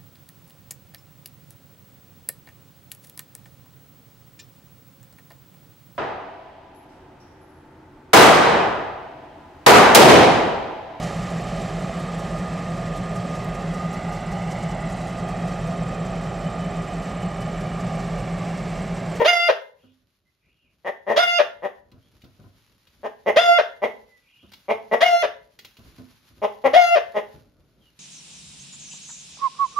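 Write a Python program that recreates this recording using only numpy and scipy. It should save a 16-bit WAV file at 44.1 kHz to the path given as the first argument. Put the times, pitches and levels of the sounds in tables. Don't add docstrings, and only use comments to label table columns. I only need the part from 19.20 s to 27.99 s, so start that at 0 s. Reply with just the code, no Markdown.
import sys
import numpy as np
from scipy import signal
from scipy.fft import rfft, irfft
from scipy.io import wavfile

SR = 44100
rng = np.random.default_rng(int(sys.argv[2]) if len(sys.argv) > 2 else 0)


def inscribe(sig):
    pcm = np.round(np.clip(np.atleast_2d(sig).T, -1, 1) * 32767)
    wavfile.write(sys.argv[1], SR, pcm.astype(np.int16))


N = 387638


def from_db(db):
    return 10 ** (np.asarray(db) / 20)


def rms_one(x):
    return x / np.sqrt(np.mean(x ** 2) + 1e-20)


def at_hz(points, hz):
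    f, value = np.transpose(points)
    return np.interp(np.log(np.maximum(hz, 1)), np.log(f), value)


def colour(x, spectrum):
    size = 2048
    hz = np.arange(size + 1) * SR / (2 * size)
    low_cut = np.clip(hz / spectrum[0][0], .05, 1) ** 2
    gain = from_db(at_hz(spectrum, hz)) * low_cut
    cepstrum = irfft(np.log(gain))[:size]
    cepstrum[1:] *= 2
    response = irfft(np.exp(rfft(cepstrum, 2 * size)))[:size]
    return rms_one(signal.fftconvolve(x, response)[:len(x)])


def wander(n, knots_per_s):
    knots = np.arange(n) * knots_per_s / SR
    return rms_one(np.interp(knots, np.arange(n), rng.standard_normal(n)))


def filtered(x, order, hz, kind):
    return signal.sosfilt(signal.butter(order, hz, kind, fs=SR, output="sos"), x)


def resonate(x, hz, width_hz):
    r = np.exp(-np.pi * width_hz / SR)
    zeros = np.array([1, 0, -1]) * (1 - r * r) / 2
    poles = [1, -2 * r * np.cos(2 * np.pi * hz / SR), r * r]
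    return signal.lfilter(zeros, poles, x)


def stereo_noise(n, width):
    mid, side = rng.standard_normal((2, n))
    side = filtered(side, 1, 450, "high")
    return (mid + width * side * [[1], [-1]]) / np.sqrt(1 + width ** 2)


def add(out, start_s, sound, pan_db=0):
    i = round(start_s * SR)
    sound = sound[..., max(-i, 0):N - i]
    out[:, max(i, 0):max(i, 0) + sound.shape[-1]] += sound * from_db([[pan_db / 2], [-pan_db / 2]])


# (frequency [Hz], T60 [s])
COOP_DECAY = [(100, 0.57), (600, 0.43), (2000, 0.37), (5000, 0.31), (14000, 0.3)]


def coop(x, tail_db, build_s=0.021):
    t = np.arange(int(.7 * SR)) / SR
    noise = stereo_noise(len(t), width=0.94)
    edges_hz = np.geomspace(80, 16000, 9)
    tail = np.zeros_like(noise)
    for band in zip(edges_hz, edges_hz[1:]):
        t60_s = at_hz(COOP_DECAY, np.sqrt(np.prod(band)))
        tail += filtered(noise, 2, band, "band") * from_db(-60 * t / t60_s)
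    response = from_db(tail_db) * rms_one(tail * np.minimum(1, t / build_s)) / np.sqrt(len(t))
    return x + signal.fftconvolve(x, response, axes=1)[:, :N]


# (frequency [Hz], width [Hz], level [dB])
STANDING_WAVES = [(249, 66, -2), (457.3, 90, -8), (516, 11, -5), (620, 40, -3.5), (830, 10, -5.5),
                  (978, 66, -3.5), (1777, 39, -4.5)]
# (left delay [s], right delay [s], level [dB])
PLANK_ECHOES = [(.0021, 0.0025, -3), (.0053, 0.0049, -6.5), (.0088, 0.011, -12)]


def planks(x, scatter_db=-5, scatter_s=0.037):
    t = np.arange(SR // 5) / SR
    scatter = stereo_noise(len(t), width=0.36) * np.exp(-t / scatter_s) * np.minimum(1, t / 0.0065)
    scatter = filtered(scatter, 1, 700, "high")
    response = from_db(scatter_db) * rms_one(scatter) / np.sqrt(len(t))
    for hz, width_hz, db in STANDING_WAVES:
        response += from_db(db) * resonate(signal.unit_impulse(len(t)), hz, width_hz)
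    for left_s, right_s, db in PLANK_ECHOES:
        response[[0, 1], [round(left_s * SR), round(right_s * SR)]] += from_db(db)
    return x + signal.fftconvolve(x, response, axes=1)[:, :N]


# (start [s], length [s], first pitch [Hz], last pitch [Hz], level [dB], quaver [rms share of pitch])
FAR_CALLS = [(0.548, 0.22, 2640, 3270, -71.5, 0.095), (1.048, 0.064, 2110, 2000, -75, 0.019),
             (1.204, 0.17, 2185, 2820, -71.5, 0.1), (1.323, 0.24, 3010, 2430, -72, .08),
             (2.8, 0.11, 3066, 3560, -74, 0.034), (4.861, 0.16, 2060, 1936, -63.5, 0.0077),
             (5.004, 0.34, 2500, 3176, -62.5, 0.092), (8.6, 0.11, 3350, 2695, -66, 0.025)]


def far_birds():
    out = np.zeros((2, N))
    for start_s, length_s, first_hz, last_hz, db, quaver in FAR_CALLS:
        n = int(length_s * SR)
        pitch_hz = np.linspace(first_hz, last_hz, n) * (1 + quaver * wander(n, 490))
        swell = np.sqrt(2 * np.hanning(n))
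        add(out, start_s, from_db(db) * swell * np.sin(2 * np.pi * np.cumsum(pitch_hz) / SR))
    return out


# (time [s], rumble level [dB], rustle level [dB])
STIRRING = [
    [(0.6, -77, -74.5), (0.986, -79, -81.5), (1.6, -77.5, -79.5)],
    [(2.65, -69, -79), (3.13, -67, -69), (3.8, -72, -70.5)],
    [(4.9, -74.5, -70.5), (5.16, -78, -73.5), (5.45, -67, -67)],
    [(6.3, -72, -73.5), (6.644, -64.5, -62.5), (7.2, -73, -66)],
    [(8.15, -66.5, -66), (8.304, -62.5, -77), (8.79, -73.5, -69.5)],
]


def stirring_db(column):
    curve = np.vstack(STIRRING)
    return np.interp(np.arange(N) / SR, curve[:, 0], curve[:, column])


def bed(spectrum, width, flicker_db, flicker_per_s):
    mid, side = (colour(rng.standard_normal(N), spectrum) for _ in range(2))
    return (mid + width * side * [[1], [-1]]) * from_db(flicker_db * wander(N, flicker_per_s))


# (frequency [Hz], level [dB])
RUMBLE_COLOUR = [(15, -42), (25, -17.5), (55, -3), (107, -6), (321, -12), (484, -19.5), (605, -17),
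                 (730, -25.5), (852, -32.5), (1500, -26), (1950, -60), (3300, -120)]


def rumble():
    noise = bed(RUMBLE_COLOUR, width=.3, flicker_db=3.0, flicker_per_s=22)
    return from_db(stirring_db(1) + 4) * noise


# (frequency [Hz], level [dB])
RUSTLE_COLOUR = [(470, -36.5), (800, -3), (4270, -2.5), (7180, -11), (8550, -37.5), (9440, -10),
                 (11900, -10.5), (14400, -14), (15500, -52.5)]
STRAWS_PER_S, STRAW_SPREAD_DB, STRAW_DB = 280, 6, -3.5


def straws():
    rate_per_s = STRAWS_PER_S * from_db(6 * wander(N, 12))
    snaps = rng.random((2, N)) < rate_per_s / SR
    sizes = from_db(STRAW_SPREAD_DB * np.minimum(rng.exponential(1, (2, N)), 4))
    left, right = snaps * sizes * rng.choice([-1, 1], (2, N))
    ears = [colour(left + .5 * right, RUSTLE_COLOUR), colour(right + .5 * left, RUSTLE_COLOUR)]
    return from_db(STRAW_DB) * np.array(ears)


def rustle():
    noise = bed(RUSTLE_COLOUR, width=.7, flicker_db=2.0, flicker_per_s=35)
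    return from_db(stirring_db(2) - 0.2) * (noise + straws())


def burst(n_s, spectrum, rise_s, decay_s):
    t = np.arange(n_s) / SR
    noise = colour(rng.standard_normal(len(t)), spectrum)
    return noise * (1 - np.exp(-t / rise_s)) * np.exp(-t / decay_s)


# (time [s], level [dB])
CLAW_TICKS = [(2.715, -42), (3.017, -39), (3.041, -39.5), (3.67, -39.5), (5.318, -30.5), (5.334, -26.5),
              (6.389, -25), (6.447, -24.5), (6.568, -35), (6.779, -40)]
# (frequency [Hz], level [dB])
CLAW_COLOUR = [(400, -10), (1200, -7.5), (2500, -2), (4000, 0), (6500, -12), (8500, -25), (11500, -16),
               (15500, -16)]


def ticks(trim_db=-8):
    out = np.zeros((2, N))
    for start_s, db in CLAW_TICKS:
        tick = burst(SR // 4, CLAW_COLOUR, rise_s=0.0023, decay_s=0.0046)
        add(out, start_s, from_db(db + trim_db) * tick)
    return out


# (time [s], level [dB], board note [Hz])
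FOOTFALLS = [(0.633, -47, 259), (2.719, -44, 119.4), (3.033, -41, 105), (3.192, -41, 150),
             (3.238, -41.5, 101), (5.228, -43.5, 199.2), (6.585, -41, 110.2), (6.649, -44, 58),
             (6.781, -36, 254), (7.1, -49.5, 59.25), (7.171, -47, 115.1), (8.14, -44, 150.3)]
# (frequency [Hz], level [dB])
FOOTFALL_COLOUR = [(18, -34), (30, -7.5), (113, 2), (173, -6), (297, -6.5), (439, -24.5), (730, -17),
                   (846, -47), (996, -24.5), (1500, -25.5), (1950, -71.5), (3300, -120)]
BURST_DB, BOARD_RING_DB, BOARD_DECAY_S = -2.0, -3.5, .05


def boards():
    out, t = np.zeros((2, N)), np.arange(SR // 2) / SR
    for start_s, db, hz in FOOTFALLS:
        thud = burst(len(t), FOOTFALL_COLOUR, rise_s=0.0033, decay_s=.035)
        thud = filtered(thud, 2, hz / 2, "high")
        ring = np.sin(2 * np.pi * hz * t) * (1 - np.exp(-t / .009)) * np.exp(-t / BOARD_DECAY_S)
        add(out, start_s, from_db(db) * (from_db(BURST_DB) * thud + from_db(BOARD_RING_DB) * ring))
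    return out


def syrinx(pitch_hz, jitter, air):
    n = len(pitch_hz)
    uneven_hz = pitch_hz * (1 + jitter * wander(n, np.mean(pitch_hz)))
    phase = 2 * np.pi * np.cumsum(uneven_hz) / SR
    orders = np.arange(1, int(SR / 2 / pitch_hz.max()))[:, None]
    slaps = rms_one(np.cos(orders * phase).sum(0))
    puffs = rms_one(rng.standard_normal(n) * (1 + np.cos(phase)) ** 2)
    return slaps + air * puffs, phase


def beak(hz, centre_hz, boost_db, width_hz):
    return boost_db / (1 + ((hz - centre_hz) / width_hz) ** 2)


# (frequency [Hz], level [dB])
CLUCK_COLOUR = [(150, -12), (235, -8), (320, -10.5), (450, -5), (620, 4), (900, -5), (1150, -5.5),
                (1450, -21), (2500, -21), (3300, -21.5), (4300, -36), (6500, -37.5), (8300, -60),
                (11000, -40.5), (15000, -56)]


def cluck(length_s, pulse_hz, beak_hz, boost_db, jitter=.05, air=0.77, dull_hz=1500, shut_db=8):
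    u = np.linspace(0, 1, int(length_s * SR))
    arch = np.sin(np.pi * u ** 1.25).clip(0)
    hz = np.geomspace(150, 16000, 150)
    throat = np.c_[hz, at_hz(CLUCK_COLOUR, hz) + beak(hz, beak_hz, boost_db, width_hz=230)]
    pulses, _ = syrinx(pulse_hz * (.86 + .16 * arch), jitter, air * arch)
    voice = colour(pulses, throat)
    voice = rms_one(voice + from_db(1) * resonate(voice, 550, 150))
    dull = filtered(voice, 1, dull_hz, "low")
    bright = from_db(-shut_db * (1 - arch))
    envelope = (0.067 + arch) * np.minimum(1, (1 - u) * 20)
    return (dull * (1 - bright) + voice * bright) * envelope


STRAIN_S, EASE_S, STRAIN_UPPER_DB = .088, .014, 4.5
PUSH_S, PUSH_HZ, PUSH_DB = .02, 7, 3.5
WAVER_DB, WAVER_PER_S = 4.33, 14


def held_note(t, length_s, hz, sharp_hz, first_db, first_strain_db, octave_db, octave_strain_db, upper_db):
    strain = (1 - np.tanh((t - STRAIN_S) / (2 * EASE_S))) / 2
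    push = np.exp(np.minimum(t - length_s, 0) / PUSH_S)
    return (hz + sharp_hz * strain + PUSH_HZ * push,
            first_db + first_strain_db * strain + WAVER_DB * wander(len(t), WAVER_PER_S),
            octave_db + octave_strain_db * strain + PUSH_DB * push,
            upper_db + STRAIN_UPPER_DB * strain + PUSH_DB * push)


# (frequency [Hz], level [dB])
HELD_COLOUR = [(1800, -4.5), (2100, -2.5), (2800, -5), (3500, -2.5), (4200, -14), (4900, -8.5), (5600, -17),
               (6400, -18), (7200, -28), (8300, -43.5), (9700, -27.5), (12000, -30), (14300, -37),
               (15500, -56)]
BEAK_OPEN_HZ, BEAK_SINK_HZ_PER_S, DULLING_DB_PER_OCTAVE_S = 2600, 1200, 9
UPPER_THROAT_HZ = 4640


def upper_partials(t, pitch_hz, orders, level_db, hollow_hz, ring_db):
    hz = orders * pitch_hz
    beak_hz = BEAK_OPEN_HZ - BEAK_SINK_HZ_PER_S * t
    shape_db = at_hz(HELD_COLOUR, hz) + beak(hz, beak_hz, boost_db=6.0, width_hz=1000)
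    shape_db += beak(hz, UPPER_THROAT_HZ, ring_db, width_hz=260)
    shape_db -= DULLING_DB_PER_OCTAVE_S * t * np.log2(orders)
    moving_hz = hollow_hz + 80 * wander(len(t), 5)
    shape_db += beak(hz, moving_hz, boost_db=-12, width_hz=170)
    upper = from_db(shape_db)
    return upper * from_db(level_db) / np.sqrt((upper ** 2).sum(0))


def two_ears(partials, orders, phase, pitch_hz, late_ms, pan_db):
    n = len(phase)
    motion = np.array([[wander(n, 15) for _ in orders] for _ in range(2)])
    swell, turn = motion * np.minimum(1, orders / 4)
    ear = np.array([1, -1])[:, None, None] / 2
    lead = 2 * np.pi * pitch_hz * late_ms / 1000 + 1.1 * turn
    partials[2:] *= from_db(5 * np.tanh([wander(n, 18) for _ in orders[2:]]))
    spread = rng.uniform(0, 2 * np.pi, orders.shape)
    spread[:2, 0] = 0, np.pi / 2
    gain = from_db(ear * (pan_db / np.sqrt(orders) + 6.5 * swell))
    waves = partials * gain * np.cos(orders * phase + spread + ear * lead)
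    return np.sqrt(2) * waves.sum(1) / np.sqrt((gain[:, 0] ** 2).mean(0))


# (frequency [Hz], level [dB])
SCOOP_COLOUR = [(700, -8), (1100, -2), (1450, -4), (1950, 2), (2400, -9), (3300, -2), (4100, -11),
                (5500, -16.5), (7000, -24), (8300, -43.5), (10000, -29.5), (12500, -35), (15500, -55)]
CROAK_COLOUR = [(300, -19), (470, -5), (640, 6.5), (780, -5.5), (1200, -10.5), (1650, -6.5), (2100, -15.5),
                (2500, -15.5), (3300, -19.5), (4200, -27.5), (5700, -31.5), (8300, -60), (11000, -47.5),
                (15500, -67)]


def squawk(start_s, break_s, scoop_db, rasp_db, croak_db, late_ms, *note,
           scoop_s=.042, scoop_drop=.26, croak_s=.036, croak_drop=0.2):
    length_s = break_s - start_s
    t = np.arange(int((length_s + croak_s) * SR)) / SR
    *voice, hollow_hz, ring_db, pan_db = note
    held_hz, first_db, octave_db, upper_db = held_note(t, length_s, *voice)
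    scoop = np.clip(1 - t / scoop_s, 0, 1)
    broken = np.clip((t - length_s) / croak_s, 0, 1)
    pitch_hz = held_hz * (1 - scoop_drop * scoop ** 1.3 - croak_drop * broken ** .6)

    unsteady = np.exp(-t / 0.051)
    let_go = np.minimum(1, broken * 4)
    jitter = .003 + .025 * unsteady + .05 * scoop + .1 * let_go
    pulses, phase = syrinx(pitch_hz, jitter, .55 * unsteady + .7 * let_go)

    orders = np.arange(1, 22)[:, None]
    first = from_db(first_db + (scoop_db - first_db) * np.minimum(1, scoop * 3))
    octave = from_db(octave_db) * (1 - scoop) ** 2
    upper = upper_partials(t, pitch_hz, orders[2:], upper_db, hollow_hz, ring_db) * (1 - scoop)
    partials = np.vstack([first, octave, upper])
    tone = two_ears(partials, orders, phase, pitch_hz, late_ms, pan_db)

    puffs = rng.standard_normal(len(t)) * (1 + np.cos(phase))
    hiss = colour(puffs, SCOOP_COLOUR) * from_db(upper_db - 4.5) * (unsteady + 0.011)
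    rasp = from_db(rasp_db) * np.minimum(1, scoop * 0.95) * colour(pulses, SCOOP_COLOUR)
    croak = from_db(croak_db) * let_go * np.sqrt(1 - broken ** 2) * colour(pulses, CROAK_COLOUR)
    attack = np.minimum(1, t / .014)
    flutter = from_db(5 * np.sqrt(unsteady) * (np.minimum(wander(len(t), 150), 1) - 0.35))
    return tone * flutter * (1 - let_go) * attack, (hiss + rasp + croak) * attack


# (start [s], length [s], level [dB], nominal pulse rate [Hz], beak resonance [Hz],
#          its boost [dB], left over right [dB])
CLUCK_CALLS = [(-0.025, 0.075, -20, 470, 1962, 13.5, 1.5), (1.641, 0.068, -26, 193.7, 1885, 20.5, -0.5),
               (1.862, 0.089, -20.5, 215.8, 1868, 21.5, 1.5), (2.417, 0.066, -27.5, 190.8, 1830, 19.5, 1),
               (3.827, 0.058, -28, 221.1, 1730, 16.5, 0.5), (4.056, 0.059, -16.5, 216.3, 2012, 17.5, -1.5),
               (4.614, 0.057, -20, 216.6, 2090, 19, -0.5), (5.478, 0.06, -19.5, 213.7, 2174, 17.5, -1.5),
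               (5.709, 0.0532, -16, 228.8, 1994, 21, 0.5), (7.213, 0.058, -20, 211, 2162, 9.5, 1),
               (7.436, 0.05, -14.5, 270.9, 2082, 16.5, 2), (7.939, 0.065, -21.5, 214.6, 1947, 15.5, 0.5)]
# (start [s], voice breaks [s], scoop level [dB], rasp level [dB], croak level [dB],
#           right ear lag [ms], held pitch [Hz], sharp under strain [Hz],
#           fundamental level [dB], its strain gain [dB], octave level [dB], its strain gain [dB],
#           upper partials level [dB], throat hollow [Hz], upper throat resonance [dB],
#           left over right of the fundamental [dB])
SQUAWK_CALLS = [(0.043, 0.281, -12.5, -20.5, -13, -0.16, 692.1, 11.8, -21, 3, -28, 7.5, -22.5, 4200, 2.5, -2),
                (1.96, 2.186, -11, -18, -14, 0.28, 695, 22, -22.5, 5.5, -26, 10, -22.5, 4125, 5, -1.5),
                (4.159, 4.378, -9.5, -17.5, -15, 0.28, 692.2, 16.7, -17.5, -0.5, -21.5, 0.5, -23.5, 4200, -4, 0),
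                (5.805, 6.024, -9.5, -16.5, -17, 0.25, 691, 32, -19, 8, -31, 0.5, -25, 3480, -3, 2.5),
                (7.532, 7.75, -7, -19, -16.5, -0.26, 686.7, 37.6, -17.5, 7, -28, -2, -25, 3560, -5.5, 3.5)]


def rooster():
    clear, rough = np.zeros((2, 2, N))
    for start_s, length_s, db, pulse_hz, beak_hz, boost_db, pan_db in CLUCK_CALLS:
        add(rough, start_s, from_db(db) * cluck(length_s, pulse_hz, beak_hz, boost_db), pan_db)
    for row in SQUAWK_CALLS:
        tone, rough_part = squawk(*row)
        add(clear, row[0], tone)
        add(rough, row[0], rough_part)
    return clear, rough


def scene():
    background = rumble() + rustle()
    clear, rough = rooster()
    clear = clear + from_db(-4) * resonate(clear + rough, 680, 6)
    short_sounds = from_db(-1.0) * planks(far_birds() + ticks() + boards() + rough)
    return background + coop(short_sounds, tail_db=-10) + coop(from_db(-1.22) * clear, tail_db=-11.0)


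def record(dry, ceiling=.93, cutoff_hz=15600):
    rounded = dry / (1 + (dry / ceiling) ** 6) ** (1 / 6)
    return signal.sosfilt(signal.ellip(10, .1, 80, cutoff_hz, fs=SR, output="sos"), rounded)


dry = scene()
out = record(dry)
inscribe(out)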